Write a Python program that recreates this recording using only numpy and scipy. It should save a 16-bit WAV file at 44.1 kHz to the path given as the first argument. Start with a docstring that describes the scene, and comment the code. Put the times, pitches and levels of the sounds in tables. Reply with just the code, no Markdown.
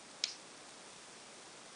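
"""Bath bomb fizz with one sharp tap

Thousands of tiny bubbles burst each second, as short damped sines over coloured hiss and a soft, steady
room noise. One sharp tap, probably a larger bubble snapping, rings as a bank of damped sines, bounces off
the tub walls and dies away in the bathroom as enveloped noise. Both channels carry the same sound."""
import sys
import numpy as np
from scipy import signal
from scipy.fft import rfft, irfft, next_fast_len
from scipy.io import wavfile

SR = 44100
rng = np.random.default_rng(int(sys.argv[2]) if len(sys.argv) > 2 else 0)


def unload_audio(sound):
    """Save the sound as a 16-bit wav file, at the path given as the first command line argument."""
    columns = np.transpose(np.atleast_2d(sound))
    # keep every value between -1 and 1, then stretch to whole-number steps
    steps = np.round(np.clip(columns, -1, 1) * 32767)
    wavfile.write(sys.argv[1], SR, steps.astype(np.int16))


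N = 77175  # samples, 1.75 s

TAP_S = 0.2392  # onset of the tap
# colour of the fizz, shared by hiss and crackle: frequency_hz, relative level_db (per Hz)
FIZZ_COLOUR = [(300, -26), (1000, -8), (1900, -5), (2350, 0.5), (3050, -3), (3450, 1.5), (4100, 0),
               (5300, 1), (6400, 0.5), (7300, -1), (9200, 0.5), (10000, -3.5)]


def amp(db):
    """Decibels to gain."""
    return 10 ** (np.asarray(db) / 20)


def unit(x):
    """Scale a signal to rms 1."""
    return x / np.sqrt(np.mean(x ** 2) + 1e-20)


def filtered(x, response):
    """Multiply the spectrum of x by a response of frequency, with zero padding against wrap-around."""
    size = next_fast_len(N + SR // 2)
    spectrum = rfft(x, size) * response(np.fft.rfftfreq(size, 1 / SR))
    return irfft(spectrum, size)[..., :N]


def coloured(x, points):
    """Shape x by (frequency_hz, level_db) points joined on a log-frequency axis, at rms 1."""
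    point_hz, point_db = np.transpose(points)

    def response(hz):
        return amp(np.interp(np.log(hz + 1), np.log(point_hz + 1), point_db))

    return unit(filtered(x, response))


def noise(points):
    """Coloured Gaussian noise of rms 1."""
    return coloured(rng.standard_normal(N), points)


def since(start_s):
    """Seconds elapsed since start_s, zero before it."""
    return np.maximum(np.arange(N) / SR - start_s, 0)


def fade(t, t60):
    """Exponential decay that falls 60 dB in t60 seconds."""
    return np.exp(-np.log(1000) * t / t60)


def ring(t, hz, t60):
    """A damped sine, the sound of one resonance once struck."""
    return np.sin(2 * np.pi * hz * t) * fade(t, t60)


def swell(start_s, rise_s, t60):
    """An envelope that starts at start_s, rises and dies away."""
    t = since(start_s)
    return (1 - np.exp(-t / rise_s)) * fade(t, t60)


def room_noise():
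    """Steady background noise of the room, strongest in the low mids."""
    # room spectrum: frequency_hz, relative level_db (per Hz)
    room_colour = [(25, -20.5), (55, -15), (90, -13), (135, -5.5), (230, -0.5), (400, 0), (600, -0.5),
                   (1000, -2.3), (1500, -5), (2100, -7.5), (5000, -14.5), (10000, -21)]
    return amp(-56.5) * noise(room_colour)  # dB rms


def reverb_wash():
    """The bathroom's broad reverberation: dense reflections of the tap, heard as decaying noise."""
    # reverberation spectrum: frequency_hz, relative level_db (per Hz)
    wash_colour = [(200, -35), (600, -12), (1200, -1), (1900, -5), (2400, 2), (3400, 0), (4300, 4),
                   (5500, -3), (7000, -6), (8000, -16), (10000, -22)]
    envelope = swell(TAP_S, rise_s=0.018, t60=0.5)
    return amp(-47.5) * noise(wash_colour) * envelope


def bloom():
    """A bright hiss, narrow in pitch, that swells just after the tap and fades."""
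    # bloom spectrum: frequency_hz, relative level_db (per Hz)
    bloom_colour = [(1000, -30), (2500, -21), (3700, -17), (4400, -6), (4900, 0), (5400, 1), (6000, -5),
                    (6900, -15), (8000, -24), (10000, -32)]
    delay_s = 0.034
    envelope = swell(TAP_S + delay_s, rise_s=0.013, t60=0.245)
    return amp(-38.3) * noise(bloom_colour) * envelope


def spray():
    """A short spray of noise behind the tap, with a quick rise and an exponential fade."""
    # spray spectrum: frequency_hz, relative level_db (per Hz)
    spray_colour = [(1000, -16), (1900, -12), (2400, 3), (3000, -4), (3750, -4), (4200, 9), (4650, -1),
                    (5200, -20), (6000, -15), (6700, -2), (7400, -17), (10000, -26)]
    envelope = swell(TAP_S, rise_s=0.006, t60=0.2)
    return amp(-41) * noise(spray_colour) * envelope


def bubble_bursts():
    """Tiny bubbles burst at random moments, each a few cycles long at its own pitch and size."""
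    bursts_per_s, centre_hz, decay_cycles = 2800, 7620, 6.4
    pitch_spread = 0.36  # on a natural-log scale
    size_spread_db = 4.5
    count = int(bursts_per_s * N / SR)
    draws = rng.standard_normal((count, 4))
    # the angle of two Gaussian draws is uniform: an even chance of any moment
    place = np.arctan2(draws[:, :1], draws[:, 1:2]) / (2 * np.pi) % 1
    hz = np.clip(centre_hz * np.exp(pitch_spread * draws[:, 2:3]), 1000, SR / 3)
    size = amp(size_spread_db * np.minimum(draws[:, 3:], 2.5))  # caps the largest bubbles
    k = np.arange(256)  # samples in one grain
    grains = size * ring(k / SR, hz, decay_cycles / hz)
    positions = (place * N).astype(int) + k
    return np.bincount(positions.ravel(), grains.ravel(), N)[:N]


def fizz():
    """Near bubbles crackle one by one; the farther ones merge into hiss."""
    # how hard the bomb fizzes: time_s, level_db
    vigour_points = [(.1, -.4), (.6, -.2), (.8, .7), (1.05, .6), (1.7, 0)]
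    hiss = amp(-58) * noise(FIZZ_COLOUR)
    crackle = amp(-63.3) * coloured(bubble_bursts(), FIZZ_COLOUR)
    vigour = amp(np.interp(np.arange(N) / SR, *np.transpose(vigour_points)))
    return vigour * (hiss + crackle)


def pops():
    """A few bigger bubbles tick above the fizz, each a damped sine."""
    # bubbles that stand out: start_s, pitch_hz, level_db
    big_bubbles = [(0.578, 6000, -47), (.6873, 4500, -43), (0.6932, 8500, -37.5), (.7076, 6400, -41.5),
                   (0.7413, 5100, -41.5), (.9640, 5700, -40), (.9880, 6000, -47), (1.2770, 6500, -49)]
    decay_cycles = 13  # cycles to fall 60 dB
    return sum(amp(db) * ring(since(start_s), hz, decay_cycles / hz) for start_s, hz, db in big_bubbles)


def droplet_ticks():
    """Small ticks just after the tap, probably droplets landing, each a damped sine."""
    # ticks: start_s, pitch_hz, level_db (before the tap's band filter)
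    droplets = [(.2519, 3200, -34.5), (.2543, 6300, -37), (.2550, 4300, -37), (.2627, 4200, -41),
                (.2712, 4200, -38), (.2788, 4900, -38)]
    return sum(amp(db) * ring(since(start_s), hz, t60=0.012) for start_s, hz, db in droplets)


def snap(start_s):
    """One crack and the short ring of many resonances that builds up behind it."""
    # what the tap rings with: pitch_hz, relative level_db, t60_s
    tap_modes = [(1466, -11.5, .025), (1780, -14, .021), (2284, -12, .016), (2506, -10.5, .017),
                 (3099, -18, .0074), (3412, -7.3, .0116), (3743, -14, .017), (4069, -3.4, .0112),
                 (4602, -9, .0105), (4889, -2.5, .0144), (5249, 1, .0104), (5937, -7.6, .014),
                 (6157, -5.8, .0093), (6609, -4, .0082), (6987, -12, .0078), (7531, -11, .007)]
    crack_hz, crack_cycles = 4350, 9.4
    ring_rise_s = 0.0004
    t = since(start_s)
    modes = sum(amp(db) * ring(t, hz, t60) for hz, db, t60 in tap_modes)
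    modes = modes * (1 - np.exp(-t / ring_rise_s))
    crack = ring(t, crack_hz, crack_cycles / crack_hz)
    return amp(-17.2) * modes + amp(-12.5) * crack


def tap():
    """A lead-in tick, the tap, its tub-wall echoes and droplet ticks, thin since a small source lacks bass."""
    # tub wall echoes: delay_s, level_db (relative to the direct tap)
    wall_echoes = [(.0026, -14), (.0048, -20)]
    lead_s = 0.0021  # the tick comes this long before the tap
    lead_in = amp(-22) * snap(TAP_S - lead_s)
    echoes = sum(amp(db) * snap(TAP_S + delay_s) for delay_s, db in wall_echoes)
    heard = lead_in + snap(TAP_S) + echoes + droplet_ticks()
    low_hz, high_hz = 1980, 8220
    band = signal.butter(4, [low_hz, high_hz], "bandpass", fs=SR, output="sos")
    return signal.sosfilt(band, heard)


def scene():
    """Everything reaches one microphone, feeding both channels alike."""
    tail = reverb_wash() + bloom() + spray()
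    mono = room_noise() + tail + fizz() + pops() + tap()
    return np.array([mono, mono])


def record(dry):
    """The recorder keeps nothing above its band limit, a steep linear slope in frequency."""
    top_hz, slope_hz = 10080, 160  # middle and width of the slope
    return filtered(dry, lambda hz: np.clip((top_hz - hz) / slope_hz + 0.5, 0, 1))


dry = scene()
out = record(dry)
unload_audio(out)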